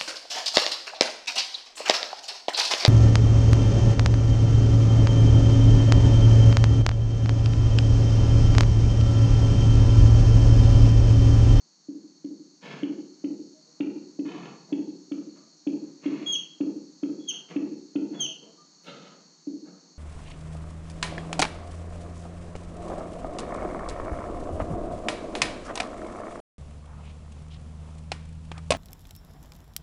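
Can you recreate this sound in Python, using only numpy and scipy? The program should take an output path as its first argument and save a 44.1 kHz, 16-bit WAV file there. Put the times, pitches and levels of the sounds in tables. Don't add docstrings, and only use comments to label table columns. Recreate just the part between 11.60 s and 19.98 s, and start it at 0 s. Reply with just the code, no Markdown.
import sys
import numpy as np
from scipy import signal
from scipy.fft import rfft, irfft, next_fast_len
from scipy.io import wavfile
from scipy.ndimage import uniform_filter1d, minimum_filter1d

SR = 44100
rng = np.random.default_rng(int(sys.argv[2]) if len(sys.argv) > 2 else 0)


def int16_out(signal):
    q = np.round(np.clip(np.atleast_2d(signal).T, -1, 1) * 32767)
    wavfile.write(sys.argv[1], SR, q.astype(np.int16))


N = 369558
T = np.arange(N) / SR


def undb(db):
    return 10 ** (np.asarray(db) / 20)


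def butter(x, hz, kind, order):
    return signal.sosfilt(signal.butter(order, hz, kind, fs=SR, output="sos"), x)


def on_log_hz(points, hz):
    at, value = np.transpose(points)
    return np.interp(np.log(hz + 1), np.log(at), value)


def colour(x, points):
    size = next_fast_len(N)
    gain = undb(on_log_hz(points, np.fft.rfftfreq(size, 1 / SR)))
    shaped = irfft(rfft(x, size) * gain, size)[:N]
    return shaped / np.sqrt(np.mean(shaped ** 2))


def walk(rate_hz):
    knots = rng.standard_normal(N // 10)
    return 1.2 * np.interp(T * rate_hz, np.arange(len(knots)), knots)


def crackle(grain_db):
    return rng.standard_normal(N) * undb(grain_db * rng.exponential(size=N))


def burst(noise, t60_s, attack_s):
    t = T[:SR]
    return noise[:SR] * undb(-60 * t / t60_s) * (1 - np.exp(-(t / attack_s) ** 2))


# f/Hz, relative level/dB
AIR_SPECTRUM = [(30, -18), (110, -24.5), (160, 12), (210, 2.5), (300, 7.5), (500, -5.5), (1000, -6),
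                (2000, -15), (3500, -25.5), (5000, -50.5)]
# f/Hz, relative level/dB
HISS_SPECTRUM = [(3400, -22.5), (3700, -14.5), (4100, -7.5), (4330, 3), (4560, -0.5), (4900, -10),
                 (5650, -5.5), (5950, -8), (6400, -5), (7100, -8), (7700, -24.5), (8600, -29.5),
                 (10000, -49.5), (15500, -47)]
# f/Hz, relative level/dB
WHINE_PARTIALS = [(4253, -83.5), (4371, -67.5), (5012, -86.5), (5642, -73.5), (5717, -89.5), (6261, -78.5),
                  (6347, -70), (6422, -84.5), (6562, -82.5), (6643, -76), (6880, -92), (7052, -87.5),
                  (7127, -92.5), (7833, -89.5)]


def background(air_db=-65, hiss_db=-61, whine_gain_db=-1, sway_db=2, drift_hz=4):
    air = colour(rng.standard_normal(N), AIR_SPECTRUM) * undb(air_db + sway_db * walk(4.9))
    whine = np.zeros(N)
    for hz, db in WHINE_PARTIALS:
        phase = 2 * np.pi * np.cumsum(hz + drift_hz * walk(30)) / SR
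        whine += undb(db + whine_gain_db) * np.sqrt(2) * np.sin(phase)
    hiss = colour(rng.standard_normal(N), HISS_SPECTRUM) * undb(hiss_db)
    fade_in_db = np.interp(T, [0, 1.67], [-3.5, 0])
    return (air + hiss + whine) * undb(fade_in_db)


# delay/s, relative level/dB
WALL_ECHOES = [(.0148, -21.3), (.0246, -10), (.0329, -11.5), (.0391, -9.8), (.0508, -12.1), (.0604, -8.4),
               (.065, -7.1), (.074, -12.7), (.0929, -10.3), (.1017, -12.7), (.1077, -16), (.111, -16.1),
               (.1519, -15), (.1582, -14.4), (.1746, -16.1), (.2153, -19.7), (.2311, -22)]


def wall_echoes(x, cutoff_hz, latest_s=np.inf):
    dull = butter(x, cutoff_hz, "low", order=2)
    return sum(undb(db) * np.interp(T - delay_s, T, dull, left=0)
               for delay_s, db in WALL_ECHOES if delay_s < latest_s)


# f/Hz, t60/s
ROOM_DECAY = [(150, .8), (400, .75), (1000, .65), (3000, .52), (6500, .4), (14000, .3)]


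def room_tail(x, build_s):
    hz, t, cells = signal.stft(rng.standard_normal(SR), SR, nperseg=256)
    decay = undb(-60 * t / on_log_hz(ROOM_DECAY, hz)[:, None])
    response = signal.istft(cells * decay, SR)[1][:SR] * (1 - np.exp(-T[:SR] / build_s))
    return signal.fftconvolve(x, response / np.linalg.norm(response))[:N]


# t/s, length/s, f/Hz, level/dB
SOFT_TONES = [(1.935, .08, 625, -59), (2.06, .07, 480, -64), (6.665, .08, 640, -52), (6.795, .07, 480, -56),
              (6.855, .07, 660, -59), (6.972, .065, 1200, -56)]


def soft_tones():
    return sum(undb(db) * np.sin(np.pi * np.clip((T - at_s) / length_s, 0, 1))
               * np.sin(2 * np.pi * hz * T) for at_s, length_s, hz, db in SOFT_TONES)


# t/s, t60/s, level/dB
EDGE_GRAZES = [(3.533, .1, -85), (5.137, .1, -75.5), (5.893, 0.11, -80), (7.231, .3, -72)]
# f/Hz, relative level/dB
GRAZE_SPECTRUM = [(1000, -21), (6000, -0.5), (9800, 2), (11300, -12), (14000, -8), (16000, -13)]


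def grazes():
    scratch = colour(crackle(grain_db=4), GRAZE_SPECTRUM)
    out = np.zeros(N + SR)
    for at_s, t60_s, db in EDGE_GRAZES:
        i = int(at_s * SR)
        out[i:i + SR] += undb(db) * burst(np.roll(scratch, -i), t60_s, attack_s=.002)
    return out[:N]


# t/s, length/s, level/dB, low-pass at top speed/Hz, boom/dB re level
FELT_STROKES = [(1.007, 0.25, -45.5, 6000, -0.5), (2.643, 0.31, -42.5, 3000, -14.5),
                (3.076, 0.038, -33.5, 482, -8), (3.738, 0.081, -46.5, 990, -16),
                (4.407, 0.4, -48, 3400, -7.5), (5.706, 0.057, -42.5, 2140, -29),
                (5.876, .1, -44.5, 2200, -23), (6.517, .11, -37.5, 900, -11),
                (6.798, 0.15, -51.5, 800, -32), (7.232, 0.32, -49.5, 7100, -25),
                (7.617, .012, -50, 5000, -20), (8.042, 0.074, -45, 970, -5)]
# f/Hz, relative level/dB
RUB_SPECTRUM = [(100, -24), (160, -9), (220, -7), (320, -7), (540, -8), (700, -13), (900, -14), (1200, -13),
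                (1450, -11), (1900, -15.5), (2160, -12), (2300, -13.5), (2450, -9.5), (2600, -12.5),
                (2780, -11), (3400, -13.5), (3800, -15), (4020, -11.5), (4250, -16), (5200, -23),
                (8000, -37), (15000, -62)]
# f/Hz, relative level/dB
BOOM_SPECTRUM = [(100, -44), (135, -20), (163, 1), (190, -6), (290, -11), (420, -25), (1500, -70)]


def strokes(uneven_db=3, hollow_db=-6, press_s=.038, lift_s=.01, ease_db=15):
    catches = crackle(grain_db=3)
    rub = colour(catches, RUB_SPECTRUM) * undb(uneven_db * walk(70))
    boom = colour(catches, BOOM_SPECTRUM) * undb(uneven_db * walk(30))
    out = np.zeros(N)
    for at_s, length_s, db, cutoff_hz, boom_db in FELT_STROKES:
        total_s = length_s + lift_s
        span = slice(int(at_s * SR), int((at_s + total_s) * SR))
        t = T[span] - at_s
        patch = burst(rng.standard_normal(SR), t60_s=.02, attack_s=.000095)[:len(t)]
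        hollow = signal.fftconvolve(rub[span], patch / np.linalg.norm(patch))[:len(t)]
        scrape = (rub[span] + undb(hollow_db) * hollow) / np.hypot(1, undb(hollow_db))
        fast, slow = (signal.sosfiltfilt(signal.butter(1, hz, fs=SR, output="sos"), scrape)
                      for hz in (cutoff_hz, .8 * cutoff_hz))
        speed = np.sin(np.pi / 2 * np.interp(t / total_s, [0, .35, 1], [0, 1, 0]))
        contact = np.clip(np.minimum(t / press_s, (total_s - t) / lift_s), 0, 1)
        pressure = np.sin(np.pi / 2 * contact) ** 2 * undb(db - ease_db * (t / length_s) ** 2)
        out[span] += (speed * fast + (1 - speed) * slow + undb(boom_db) * boom[span]) * pressure
    return out


# whistle t/s, bite t/s, whistle f/Hz, whistle level/dB, whistle jitter/period,
# bite length/s, bite f/Hz, bite level/dB, stall exponent (higher = later)
TIP_SQUEAKS = [(4.659, 4.724, 3278, -27.5, 0.00085, 0.042, 3255, -29.5, 3.9),
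               (5.589, 5.687, 3315, -63, .012, 0.032, 3200, -28.5, 3.9),
               (6.537, 6.605, 3375, -58, 0.0072, 0.066, 3200, -28.5, 9)]
SLIP_HARMONICS_DB = [-0.5, -26.5, -39.5, -38]


def squeaks(swell_s=.016, bite_s=.0032, grip_s=.0015, release_s=.0049, light_grip=.16,
            whistle_sag_hz_per_s=400, sag_hz=188, stall_hz=417, steady_hz=3250, rasp_span_hz=250,
            fade_db=9.5, soften_db=4, stutter_db=1.5):
    waver, flutter = walk(1800), walk(330)
    out = np.zeros(N)
    for (start_s, bite_at_s, whistle_hz, whistle_db, whistle_jitter,
         length_s, bite_hz, bite_db, stall_power) in TIP_SQUEAKS:
        span = slice(int(start_s * SR), int((bite_at_s + length_s) * SR))
        t = T[span] - bite_at_s
        bite = .5 + .5 * np.tanh((t / bite_s + 1) / 2)
        slowing = np.clip(t / length_s, 0, 1)
        falling_hz = bite_hz - sag_hz * slowing - stall_hz * slowing ** stall_power
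        hz = (1 - bite) * (whistle_hz - whistle_sag_hz_per_s * t) + bite * falling_hz
        rasp = np.clip((steady_hz - hz) / rasp_span_hz, 0, 1)
        jitter = .003 + whistle_jitter * (1 - bite) + .018 * rasp
        phase = 2 * np.pi * np.cumsum(hz * (1 + jitter * waver[span])) / SR
        grip = light_grip + (1 - light_grip) * (.5 + .5 * np.tanh(t / grip_s))
        harmonics = sum(undb(db - soften_db * (k + .5) * slowing ** 3) * np.sin(k * phase)
                        for k, db in enumerate(SLIP_HARMONICS_DB, start=2))
        level = (1 - bite) * undb(whistle_db) + bite * undb(bite_db - fade_db * slowing)
        edges = np.clip(np.minimum((T[span] - start_s) / swell_s, (length_s - t) / release_s), 0, 1)
        stutter = undb(stutter_db * slowing ** 2 * flutter[span])
        out[span] += np.sqrt(2) * (np.sin(phase) + grip * harmonics) * level * edges * stutter
    return out


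# f/Hz, relative level/dB, t60/s
PANEL_MODES = [(150, -25, .1), (181, -35, .8), (214, -30, .55), (222.7, -18, .1), (290.7, 0, .21),
               (304.5, -13.5, .64), (352.7, -30, .5), (367.5, -41, .9), (431, -45, .64), (443.4, -36, .74),
               (466, -20, .07), (497, -29.5, .35), (540, -33, .23), (552, -41, .8)]


def panel_ring(contact_s=.0021, spot_db_per_octave=3):
    t = T[:SR]
    mode_hz, mode_db, _ = np.transpose(PANEL_MODES)
    octaves = np.abs(np.log2(mode_hz / mode_hz[np.argmax(mode_db)]))
    spot_gains = undb(spot_db_per_octave * octaves * rng.standard_normal(len(mode_hz)))
    modes = np.array([undb(db - 60 * t / t60_s) * np.sin(2 * np.pi * hz * t)
                      for hz, db, t60_s in PANEL_MODES])
    return (spot_gains @ modes) * (1 - np.exp(-t / contact_s))


# t/s, strength/dB, barrel tick/dB re strength
TIP_LANDINGS = [(0.2842, -25.5, -41), (0.6431, -24.5, -29.5), (1.2282, -15.5, -14.5),
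                (1.6395, -18.5, -22.5), (2.2021, -13.8, -12.5), (2.5892, -18.9, -28),
                (3.1222, -14.5, -16.5), (3.5137, -20.5, -15), (4.067, -15.5, -22.5), (4.4565, -16, -15.5),
                (5.004, -15, -20.5), (5.429, -17.5, -20), (5.9589, -14, -16.5), (6.3544, -14, -17),
                (7.8697, -22.5, -39)]
# f/Hz, relative level/dB
TICK_SPECTRUM = [(500, -34), (860, -9), (1100, -15.5), (1330, -4), (1600, -11), (2200, -6), (2600, 1),
                 (3000, -1.5), (3350, -5), (3800, -19), (8000, -46), (15000, -57.5)]
# f/Hz, relative level/dB
CLATTER_SPECTRUM = [(150, -5.5), (260, -14.5), (380, 17.5), (520, -7.5), (680, -16), (880, -6),
                    (1100, -32.5), (2500, -40), (6000, -75.5)]


def taps(firm_db=-20, firm_cutoff_hz=900, firm_clatter_db=-28, tick_lag_s=.0035):
    thumps, ticks = np.zeros(N + SR), np.zeros(N + SR)
    crack = colour(rng.standard_normal(N), TICK_SPECTRUM)
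    rattle = colour(rng.standard_normal(N), CLATTER_SPECTRUM)
    for at_s, db, tick_db in TIP_LANDINGS:
        i, j = int(at_s * SR), int((at_s + tick_lag_s) * SR)
        force_db = db - firm_db
        ring = butter(panel_ring(), firm_cutoff_hz * undb(force_db), "low", order=2)
        clatter = burst(np.roll(rattle, -i), t60_s=.44, attack_s=.009)
        thumps[i:i + SR] += undb(db) * (ring + undb(firm_clatter_db + .97 * force_db) * clatter)
        ticks[j:j + SR] += undb(db + tick_db) * burst(np.roll(crack, -i), t60_s=.022, attack_s=.002)
    return thumps[:N], ticks[:N]


def scene():
    thump, tick = taps()
    rub, squeak, tone = strokes() + grazes(), squeaks(), soft_tones()
    board = thump + tick + rub
    echoes = wall_echoes(board, cutoff_hz=1400)
    echoes += undb(-4) * wall_echoes(squeak, cutoff_hz=4350, latest_s=.12)
    room_send = undb(-6) * tick + undb(-3) * rub + undb(-7) * squeak + undb(-9) * tone
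    tail = room_tail(room_send, build_s=.0021) + undb(-17.5) * room_tail(thump, build_s=.15)
    return (board + squeak + tone + echoes + tail + background())[None]


def limiter(x, ceiling_db=-17, look_ahead_s=.004, recover_db_per_s=14):
    ahead = int(look_ahead_s * SR)
    headroom_db = ceiling_db - 20 * np.log10(np.abs(x) + 1e-9)
    excess_db = -minimum_filter1d(np.minimum(headroom_db, 0), ahead)
    recovery_db = recover_db_per_s * T
    cut_db = np.maximum.accumulate(excess_db + recovery_db) - recovery_db
    return x * undb(-uniform_filter1d(cut_db, ahead))


def record(dry, low_cut_hz=137, leak_db=-20, top_hz=15800):
    limited = limiter(dry[0])
    thin = butter(limited, low_cut_hz, "high", order=10) + undb(leak_db) * limited
    return signal.sosfilt(signal.ellip(8, .2, 70, top_hz, fs=SR, output="sos"), thin)[None]


dry = scene()
out = record(dry)
int16_out(out)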